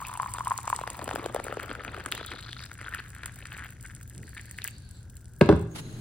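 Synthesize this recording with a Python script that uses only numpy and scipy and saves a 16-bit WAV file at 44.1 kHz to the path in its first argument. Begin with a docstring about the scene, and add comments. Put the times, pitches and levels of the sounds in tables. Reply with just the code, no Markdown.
"""Hot water runs from an electric kettle into a glass tumbler, close by on a kitchen counter.
First the full stream pulls air under: pockets plop, bubbles patter, spray ticks, and the air column
rises in pitch as the glass fills. After 2 s foam fizzes up; the stream then thins to spurts and drips.
Past 4 s the kettle tips back with a slosh and thin whistles of steam. At 5.4 s it lands and rocks,
and the water left inside sloshes and sizzles on the hot metal. A low room hum lies under it all."""
import sys
import numpy as np
from scipy import signal
from scipy.fft import rfft, irfft
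from scipy.io import wavfile

SR = 44100
rng = np.random.default_rng(int(sys.argv[2]) if len(sys.argv) > 2 else 0)


def dump(signal):
    """Clip the signal to [-1, 1] and save it as 16-bit WAV at the path in sys.argv[1]."""
    limited = np.clip(np.atleast_2d(signal).T, -1, 1)
    pcm = np.round(limited * 32767).astype(np.int16)
    wavfile.write(sys.argv[1], SR, pcm)


N = 264908
TIME, HZ = np.arange(N) / SR, np.fft.rfftfreq(N, 1 / SR)

# The featured air pockets pulled under by the stream: start_s, level_db, pitch_hz, t60_s
AIR_POCKETS = [(0.0213, -26, 1004, 0.051), (0.0508, -22.5, 2430, 0.0088), (0.1989, -14, 960, 0.028),
               (0.2309, -17.5, 970, 0.019), (0.2604, -21, 980, 0.029), (0.3481, -25, 1020, 0.023),
               (0.385, -12.5, 1010, 0.0043), (0.5085, -15, 945, 0.033), (0.4069, -18.5, 970, 0.031),
               (0.4711, -15.5, 934, .038), (0.517, -13, 928, 0.025), (0.5876, -17.5, 930, 0.0093),
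               (0.6781, -9, 935, 0.0076), (0.701, -15, 1000, 0.014), (0.7284, -10.5, 940, 0.026),
               (0.7902, -17.5, 850, .011), (0.8137, -14, 486, 0.0067), (0.8368, -21.5, 970, 0.025),
               (0.8763, -8.5, 546, 0.0033), (0.9926, -17.5, 630, 0.0061), (1.0788, -11.5, 565, 0.0047),
               (1.092, -9, 487, 0.0034), (1.1118, -10, 690, 0.0067), (1.1592, -7.5, 463, 0.0061),
               (1.261, -8.5, 393, 0.0096), (1.3474, -10.5, 420, .014), (1.3628, -10.5, 516, 0.012),
               (1.4001, -11.5, 455, 0.006), (1.4673, -15.5, 370, 0.0093), (1.571, -16.5, 394, 0.018),
               (1.5987, -16.5, 1270, 0.0069), (1.483, -18.5, 1300, 0.0065), (1.5259, -21, 490, 0.019),
               (1.6255, -27, 1440, 0.0038), (1.752, -18.5, 1340, 0.0065), (1.8492, -16.5, 1340, 0.0042),
               (1.9461, -18, 1240, .005), (2.0614, -12, 1170, 0.0048), (2.123, -3, 3680, 0.001),
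               (2.1514, -12.5, 1240, 0.0015), (2.1783, -13.5, 1140, 0.0029), (2.212, -20.5, 362, 0.012),
               (2.3174, -9, 1230, .003), (2.5304, -14.5, 3320, 0.0025), (2.5931, -24, 2240, 0.0035),
               (2.716, -21.5, 1300, 0.0039), (2.8826, -25, 1400, 0.021), (2.9377, -24.5, 1740, 0.02),
               (2.9477, -19, 1330, 0.011), (3.2345, -15, 1310, 0.0026), (3.261, -17, 1460, 0.0028),
               (3.4558, -18, 1290, 0.0022), (3.5946, -25, 1650, 0.0043), (3.854, -28.5, 1400, 0.0078),
               (4.2319, -36, 1820, .013), (4.3956, -28.5, 1730, .01), (4.587, -15, 1510, 0.0032),
               (4.6193, -22.5, 3780, 0.0037), (4.649, -21, 1490, 0.0072), (4.6836, -26, 2630, 0.0057)]
# The stream runs full, thins and stops: time_s, bubbling_db, spray_db
POUR_LEVELS = [(0, -52, -52.5), (0.6, -53, -54), (1.2, -52, -60.5), (1.7, -51, -63.5), (2.2, -51, -65),
               (2.6, -59, -60.5), (3.3, -58, -60.5), (4.1, -72, -59.5), (4.68, -59.5, -62),
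               (4.76, -87, -66), (5.38, -76, -67)]
# Spurts in the thinning stream: start_s, end_s, boost_db
STREAM_SPURTS = [(2.783, 3.019, 7.5), (3.156, 3.242, 6), (3.504, 3.687, 10), (3.824, 3.913, 11),
                 (4.294, 4.406, 9), (4.58, 4.712, 6)]
# The air column above the water: time_s, pitch_hz, width_hz, gulps_over_column_db
AIR_COLUMN = [(0, 1013, 102, -24.5), (.8, 976, 127, -15.5), (1.1, 1020, 345, 5.5), (1.5, 1310, 355, 0),
              (2.25, 1370, 317, 2), (2.7, 1485, 363, -11), (3.7, 1580, 364, -9), (4.7, 1810, 286, -12),
              (5.4, 1610, 200, -2)]
# The featured droplets and bursting films: time_s, level_db, brightness_db
DROPLETS = [(0.175, -37.5, -7), (0.3385, -28.5, -12), (0.48, -34.5, -10), (0.578, -29, -17),
            (0.6755, -34, -45), (0.7007, -32, -5.5), (0.763, -29, -19), (0.9025, -32, -18),
            (1.043, -36, -1), (1.153, -42.5, 6), (1.261, -41, -11), (1.346, -35.5, -2), (1.4423, -36.5, -2),
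            (1.6313, -42, 0), (2.061, -34.5, -9), (2.117, -33, 1), (2.151, -38.5, -1), (2.2632, -41.5, 4),
            (2.947, -39, 2), (3.259, -31.5, -8), (3.9504, -41.5, -14), (4.5121, -39, -3),
            (4.6427, -32.5, 5), (4.6775, -36, 5.5), (5.169, -44.5, -10)]
# Tone of a pocket's slap, impacts on the water, a droplet and fine spray: frequency_hz, gain_db
SLAP_EQ = [(500, -16), (1400, 13.5), (2200, 6.5), (3400, 1), (4800, -2.5), (6500, -3.5), (16000, -10.5)]
IMPACT_EQ = [(200, -29), (600, -10), (1000, 0), (2000, 5), (5000, -3)]
DROPLET_EQ = [(900, -30), (2500, -9), (5000, -7), (6800, 3.5), (8300, 6.5), (10000, 1.5), (12000, -0.5),
              (15500, 2.5), (17000, -25)]
SPRAY_EQ = [(2500, -19), (5000, 2), (6800, 10), (8300, -31), (10500, 4.5), (12500, -11), (15500, -3),
            (17000, -18)]
# The kettle lands and rocks: start_s, kettle_db, slab_db, cabinet_db, crack_db, contact_ms
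LANDING_HITS = [(5.412, -10, 0.5, -56, -16, 0.11), (5.4903, 3.5, -33, -17.5, -16.5, 0.74),
                (5.5146, -31, -22, -27, -31, 0.11), (5.5257, -18, -7.5, -23.5, -27, 0.33)]
# Modes of the kettle and of the cabinet under the counter: pitch_hz, level_db, t60_s
KETTLE_MODES = [(321.5, -4.5, .12), (410, 2.5, 0.079), (468, -5.5, 0.044), (587, -4, 0.056),
                (613, -17, 0.14), (695, -5, 0.036), (865, -6.5, 0.034), (962, -17.5, 0.19),
                (1085, -16, 0.14), (1290, -22, 0.16), (1460, -16, 0.077), (1560, -2.5, 0.033),
                (1628, -21, .24), (2130, -9, 0.019), (2720, -24, 0.017), (3540, -20, 0.03),
                (4540, -26, .025)]
CABINET_MODES = [(103, 9, 0.091), (114.4, 0, 0.25), (164, -4.5, 0.43), (246, 1, 0.17)]
# Water sizzling and sloshing in the kettle: start_s, end_s, level_db, fade_s
SIZZLE_CUES = [(4.25, 5.06, -65.5, 0.13), (5.745, 6.1, -54, 0.12), (5.757, 5.768, -36, 0.022),
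               (5.783, 5.799, -38, 0.024)]
SLOSH_CUES = [(4.135, 4.264, -45, 0.028), (5.73, 6.1, -40, 0.1)]
# Thin whistles of steam: start_s, end_s, first_hz, last_hz, width_hz, level_db
STEAM_CUES = [(4.2, 4.65, 4500, 4450, 650, -67), (4.62, 4.92, 4650, 4500, 200, -65),
              (4.5, 5.08, 4250, 4200, 900, -65), (4.92, 5.02, 7850, 7450, 140, -67),
              (5.66, 6.1, 6600, 6650, 400, -62), (5.8, 6.1, 4050, 4080, 350, -62)]
# Tone of the base's crack on stone, the sizzle and the slosh: frequency_hz, gain_db
CRACK_EQ = [(300, 17), (800, 20), (1300, 7.5), (1600, 13.5), (1850, -1.5), (2080, 4.5), (2380, -5.5),
            (2700, -1.5), (3100, -10), (3500, -2.5), (4800, -12), (6300, -20), (8200, -18.5),
            (11000, -31.5), (16000, -27)]
SIZZLE_EQ = [(300, 1), (900, -2), (1500, -0.5), (2300, -3), (3200, -2), (4200, -3.5), (5500, -8.5),
             (9000, -9), (11200, -4.5), (12500, -27), (16000, -21)]
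SLOSH_EQ = [(30, -10), (60, -19), (115, 6), (175, -3), (240, -8), (420, -11.5), (520, -23.5), (900, -30),
            (2000, -58)]
# Stereo phase of a close source, at a depth of 1: frequency_hz, left_lead_rad
STEREO_PHASE = [(100, 0.35), (400, 0.65), (780, 0.42), (1120, 1.0), (1460, 0.72), (3360, 0.42), (4310, 1.5),
                (5000, -2.3), (5860, -2), (7920, -5.5), (10200, -6.5), (12600, -10), (15200, -11),
                (16500, -11)]
# Stereo balance of a close source, at a depth of 1: frequency_hz, left_minus_right_db
STEREO_BALANCE = [(100, -5), (400, 2.5), (700, 5), (1050, 0.5), (1300, 7), (2200, 0), (3200, 5), (4300, 6),
                  (7000, 1.5), (9000, -1), (15000, 0.5)]
# Decay of the kitchen's reflections: frequency_hz, t60_s
REVERB_DECAY = [(100, 0.68), (400, 0.53), (1500, 0.48), (4000, 0.47), (10000, 0.15), (16000, 0.077)]
# Tone of the reflections and of the background rumble: frequency_hz, gain_db
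REVERB_EQ = [(60, 8.5), (160, -6.5), (205, -5), (270, -1.5), (400, -4), (650, -3), (4000, 3), (16000, 3.5)]
RUMBLE_EQ = [(20, -17.5), (40, -5), (62, 3), (100, 2), (130, -3.5), (165, -7), (260, -15), (400, -23),
             (700, -32), (1200, -37), (1450, -26), (1630, -22.5), (1900, -52), (6000, -42), (16000, -54)]

FOAM_START_S, FOAM_END_S = 2.11, 2.67


def plops(birth_over_column=1.425, slap_db=-20, soften_db_per_s=250):
    """Each air pocket slaps, rings and bends up in pitch as it rises; long rings start softly."""
    out, column_hz = np.zeros(N), curves(AIR_COLUMN)[0]
    for start, db, hz, t60 in list(AIR_POCKETS) + small_pockets():
        birth = max(birth_over_column * column_hz[round(start * SR)] / hz, 1)
        add(out, start, amp(db) * glide(hz, t60, birth, climb_per_s=19))
        puff = burst(snap_s=0.00066, tail_db=-17.5, tail_s=0.0085, lead_s=0.0016, eq=SLAP_EQ)
        add(out, start - 0.003, amp(slap_db + 0.82 * db - soften_db_per_s * t60) * puff)
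    return out


def small_pockets(per_s=26, over_db=24, scatter_db=4, scatter_octaves=0.14):
    """Cues for weaker pockets: randomly timed, as strong as the stream, tuned near the air column."""
    level_db, (hz, width, _) = bubbling_db(), curves(AIR_COLUMN)
    jitter = rng.uniform(-1, 1, (N // 100, 2))
    onsets = np.flatnonzero(rng.random(N) < per_s / SR)
    return [(i / SR, level_db[i] + over_db + scatter_db * accent,
             0.94 * hz[i] * 2 ** (scatter_octaves * detune), 2.03 / width[i])
            for i, (accent, detune) in zip(onsets, jitter)]


def bubbling_db():
    """How hard the stream stirs the water: its steady flow plus the spurts."""
    spurts_db = sum(db * swell(start, end, fade_s=0.031) for start, end, db in STREAM_SPURTS)
    return curves(POUR_LEVELS)[0] + spurts_db


def churn(body_db=11.5, cushion_db_per_s=2.5, patter_db=-1, surge_db=4, thinning=0.6):
    """Impacts ring the air column; bubbles gulp, patter and fizz, surging as the stream wobbles."""
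    hz, width, gulp_db = curves(AIR_COLUMN)
    flow_db = curves(POUR_LEVELS)[0]
    density = np.maximum(amp(thinning * (flow_db - flow_db.max())), 0.2)  # less flow, fewer bubbles
    impacts = equalise(clicks(per_s=520 * density, spread_db=5.5), IMPACT_EQ)
    column = unit_rms(resonate(impacts, hz, width))
    gulps = swarm(hz=467, octaves=0.86, cycles=7.4, birth=2.66, per_s=300 * density, spread_db=3.5)
    patter = swarm(hz=1990, octaves=0.35, cycles=23, birth=1.46, per_s=260 * density, spread_db=5)
    fizz = swarm(hz=3650, octaves=0.37, cycles=30, birth=1.12, per_s=330 * density, spread_db=5)
    body = (column + amp(gulp_db) * gulps) / np.hypot(1, amp(gulp_db))
    body *= amp(body_db - cushion_db_per_s * TIME)  # deepening water cushions the stream
    fizz_db = np.where(TIME < FOAM_END_S, -7.5, -10)
    surges = unit_rms(amp(surge_db * drift(per_s=23.3)))
    level = surges * amp(bubbling_db()) * np.sqrt(density.mean() / density)
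    return level * (body + amp(patter_db) * patter + amp(fizz_db) * fizz)


def foam(first_hz=3480, last_hz=4400, level_db=-51):
    """For half a second the stream whips in ever smaller bubbles, so the fizz rises in pitch."""
    progress = np.clip((TIME - FOAM_START_S) / (FOAM_END_S - FOAM_START_S), 0, 1)
    hz = first_hz + (last_hz - first_hz) * progress ** 3
    fizz = swarm(hz, octaves=0.2, cycles=20, birth=1.12, per_s=160, spread_db=0.5)
    return amp(level_db) * swell(FOAM_START_S, FOAM_END_S, fade_s=0.013) * fizz


def swarm(hz, octaves, cycles, birth, per_s, spread_db):
    """Small bubbles scattered in pitch about hz, each dying by 60 dB over the given cycles."""
    out, strikes = np.zeros(N), clicks(per_s, spread_db)
    log_pitch = np.log2(hz) + octaves * rng.uniform(-1.2, 1, N)
    palette = np.linspace(log_pitch.min(), log_pitch.max(), 28)
    bubbles = [glide(pitch, cycles / pitch, birth, climb_per_s=18, samples=900) for pitch in 2 ** palette]
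    for i in np.flatnonzero(strikes):
        nearest = np.argmin(abs(palette - log_pitch[i]))
        add(out, i / SR, strikes[i] * bubbles[nearest])
    return unit_rms(out)


def spray(tick_db=5, mist_db=4, hiss_gain=0.17):
    """Droplets tick sharply over a bed of fine crackle and hiss."""
    out = np.zeros(N)
    for time_s, db, brightness_db in DROPLETS:
        gain = amp(db + tick_db) * np.hypot(1, amp(brightness_db))
        add(out, time_s - 0.0032, gain * tick(brightness_db))
    crackle = sum(signal.oaconvolve(clicks(per_s=13, spread_db=7), tick(brightness_db))[:N]
                  for brightness_db in np.linspace(-22, 8, 14))
    mist = unit_rms(crackle) + hiss_gain * equalise(rng.standard_normal(N), SPRAY_EQ)
    return out + amp(curves(POUR_LEVELS)[1] + mist_db) * mist


def tick(brightness_db):
    """One water film tears; the thinner it is, the brighter its top octave."""
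    eq = [(hz, db + (brightness_db + 6) * np.clip((hz - 9000) / 4500, 0, 1)) for hz, db in DROPLET_EQ]
    return burst(snap_s=0.0005, tail_db=-13, tail_s=0.004, lead_s=0.00019, eq=eq)


def kettle_landing():
    """The base cracks on the stone: the slab thuds, the kettle rings and the cabinet booms."""
    out = np.zeros(N)
    # Bending waves in the slab arrive high notes first.
    thud = glide(hz=95, t60=0.067, birth=7.13, settle_s=0.00454, samples=13000)
    for start, kettle_db, slab_db, cabinet_db, crack_db, contact_ms in LANDING_HITS:
        add(out, start, amp(slab_db) * thud)
        add(out, start + 0.00045, amp(kettle_db) * ring(KETTLE_MODES, contact_ms, rise_s=0.0039))
        add(out, start + 0.001, amp(cabinet_db) * ring(CABINET_MODES, contact_ms=0.82, rise_s=0.0066))
        crack = burst(snap_s=0.0023, tail_db=-33, tail_s=0.0096, lead_s=0.0001, eq=CRACK_EQ)
        add(out, start - 0.003, amp(crack_db + 11) * crack)
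    return signal.sosfilt(signal.butter(3, 58, "high", fs=SR, output="sos"), out)


def ring(modes, contact_ms, rise_s):
    """A struck body rings in damped modes; a longer contact dulls the high ones."""
    t, out = np.arange(SR) / SR, np.zeros(SR)
    for hz, db, t60 in modes:
        dulling = np.hypot(1, 2 * np.pi * hz * contact_ms / 1000)
        out += amp(db - 60 * t / t60) * np.sin(2 * np.pi * hz * t) / dulling
    return out * (1 - np.exp(-t / rise_s))


def slosh():
    """Water rolls in the kettle as it tips back, and again after it lands."""
    return fader(SLOSH_CUES) * stereo_noise(SLOSH_EQ, side_db=-16)


def steam():
    """Escaping steam whistles fitfully in narrow, gliding bands of noise."""
    out = np.zeros((2, N))
    for start, end, first_hz, last_hz, width_hz, db in STEAM_CUES:
        n = round((end - start) * SR)
        breath = rng.standard_normal((3, n)) + 1j * rng.standard_normal((3, n))
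        flutter = signal.sosfilt(signal.butter(2, width_hz / 2, fs=SR, output="sos"), breath)
        carrier = np.exp(2j * np.pi * np.cumsum(np.linspace(first_hz, last_hz, n)) / SR)
        centre, *sides = unit_rms((flutter * carrier).real)
        for channel, side in zip(out, sides):
            add(channel, start, amp(db) * unit_rms(centre + side) * signal.windows.tukey(n, 0.3))
    fits = unit_rms(amp(2.5 * drift(per_s=22)))
    return fits * out


def sizzle():
    """Water left in the kettle spits on the hot metal in a wide hiss."""
    return fader(SIZZLE_CUES) * stereo_noise(SIZZLE_EQ, side_db=0.5)


def reverb(x, gap_s=0.0028, mono_below_hz=700):
    """Dense kitchen reflections, each band dying at its own speed; the bass stays centred."""
    taps = rng.standard_normal((2, SR)) * (rng.random((2, SR)) < 0.1)
    hz, t, (left, right) = signal.stft(taps, SR, nperseg=512)
    hz = hz[:, None]
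    shared = np.exp(-(hz / mono_below_hz) ** 2 / 2)
    bands = np.array([left, shared * left + np.sqrt(1 - shared ** 2) * right])
    bands *= amp(lookup(REVERB_EQ, hz) - 60 * t / lookup(REVERB_DECAY, hz))
    tail = signal.istft(bands, SR, nperseg=512)[1]
    tail *= np.clip(np.arange(tail.shape[1]) / SR / gap_s - 1, 0, 1)  # pre-delay, then fade in
    return signal.fftconvolve(x[None], tail / np.linalg.norm(tail[0]), axes=1)[:, :N]


def room_tone(hum_hz=118.2, hum_db=-53, rumble_db=-47.5, waver_rad=0.8):
    """Low kitchen rumble and a wavering hum, leaning slightly left."""
    hum = np.sqrt(2) * np.sin(2 * np.pi * hum_hz * TIME + waver_rad * drift(per_s=3.3))
    rumble = stereo_noise(RUMBLE_EQ, side_db=-17)
    return (amp(rumble_db) * rumble + amp(hum_db) * hum) * amp([[0.8], [-0.8]])


def glide(hz, t60, birth, settle_s=0.00053, climb_per_s=0, samples=2205):
    """A dying tone that starts at birth times hz, drops quickly towards hz, and may then climb."""
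    t = np.arange(samples) / SR
    drop = (birth - 1) * settle_s * (1 - np.exp(-t / settle_s))
    turns = hz * (t + drop + climb_per_s * t * t / 2)
    attack = 1 - np.exp(-3 * hz * t)
    return np.sin(2 * np.pi * turns) * attack * amp(-60 * t / t60)


def burst(snap_s, tail_db, tail_s, lead_s, eq):
    """A puff of noise that peaks 3 ms in, with the energy of one millisecond at rms 1."""
    t = np.arange(SR // 50) / SR - 0.003
    decay = np.exp(-abs(t) / snap_s) + amp(tail_db) * np.exp(-abs(t) / tail_s)
    envelope = np.where(t < 0, np.exp(-abs(t) / lead_s), decay)
    puff = equalise(rng.choice([-1, 1], len(t)) * envelope, eq)
    return puff / np.sqrt(np.sum(puff ** 2) / (SR / 1000))


def resonate(x, hz, width_hz):
    """A swept resonance that keeps its noise power steady."""
    carrier = np.exp(2j * np.pi * np.cumsum(hz) / SR)
    out, state = np.zeros(N, complex), np.zeros(1, complex)
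    for block in np.array_split(np.arange(N), N // 2048):
        pole = np.exp(-np.pi * width_hz[block[0]] / SR)
        gain = np.sqrt(1 - pole ** 2)
        out[block], state = signal.lfilter([gain], [1, -pole], x[block] / carrier[block], zi=state)
    return (carrier * out).imag


def clicks(per_s, spread_db):
    """Random impulses, many small and a few large."""
    size = amp(spread_db * np.minimum(rng.exponential(1, N), np.pi))
    return size * rng.choice([-1, 1], N) * (rng.random(N) < per_s / SR)


def stereo_noise(eq, side_db):
    """Mid/side noise; side_db sets the width."""
    mid, side = equalise(rng.standard_normal((2, N)), eq)
    return unit_rms(np.array([mid + amp(side_db) * side, mid - amp(side_db) * side]))


def place(x, phase_depth, balance_depth):
    """A close source reaches left and right with different phase and level."""
    phase = phase_depth * lookup(STEREO_PHASE, HZ)
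    balance_db = balance_depth * lookup(STEREO_BALANCE, HZ)
    left = amp(balance_db / 2) * np.exp(0.5j * phase)
    return irfft(rfft(x) * np.array([left, 1 / left]), N)


def drift(per_s):
    """A slow random wander of rms 1."""
    return equalise(rng.standard_normal(N), [(1, 0), (per_s, -3), (2 * per_s, -24), (10 * per_s, -90)])


def swell(start, end, fade_s):
    """Fades in around start, holds at 1, and fades out around end."""
    return np.clip(np.minimum(TIME - start, end - TIME) / fade_s + 0.5, 0, 1)


def fader(cues):
    """A gain curve with one swell for each cue."""
    return sum(amp(db) * swell(start, end, fade_s) for start, end, db, fade_s in cues)


def curves(rows):
    """Each column of a time table as an automation curve."""
    times, *columns = np.transpose(rows)
    return [np.interp(TIME, times, column) for column in columns]


def equalise(x, eq):
    """Applies an EQ table and scales to rms 1."""
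    hz = np.fft.rfftfreq(x.shape[-1], 1 / SR)
    return unit_rms(irfft(rfft(x) * amp(lookup(eq, hz)), x.shape[-1]))


def lookup(table, hz):
    """Reads a table on a log-frequency axis."""
    table_hz, values = np.transpose(table)
    return np.interp(np.log(hz + 1), np.log(table_hz + 1), values)


def add(mix, start_s, sound):
    """Mixes a sound in at start_s."""
    part = mix[max(round(start_s * SR), 0):][:len(sound)]
    part += sound[:len(part)]


def unit_rms(x):
    """Scales to rms 1."""
    return x / np.sqrt(np.mean(x ** 2) + 1e-20)


def amp(db):
    """Decibels to gain."""
    return 10 ** (np.asarray(db) / 20)


def scene(water_send_db=-15, landing_send_db=-10):
    """The glass is close and fairly dry; the kettle lands farther back, with more room on it."""
    water = plops() + churn() + foam() + spray()
    landing = kettle_landing()
    direct = place(water, phase_depth=0.96, balance_depth=1)
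    direct += place(landing, phase_depth=0.87, balance_depth=0.13)
    reflections = amp(water_send_db) * reverb(water) + amp(landing_send_db) * reverb(landing)
    return direct + reflections + slosh() + steam() + sizzle() + room_tone()


def record(dry):
    """A steep high cut at 16.5 kHz on the whole mix."""
    high_cut = signal.firwin(255, 16500, window=("kaiser", 9), fs=SR)
    return signal.oaconvolve(dry, high_cut[None], "same")


dry = scene()
out = record(dry)
dump(out)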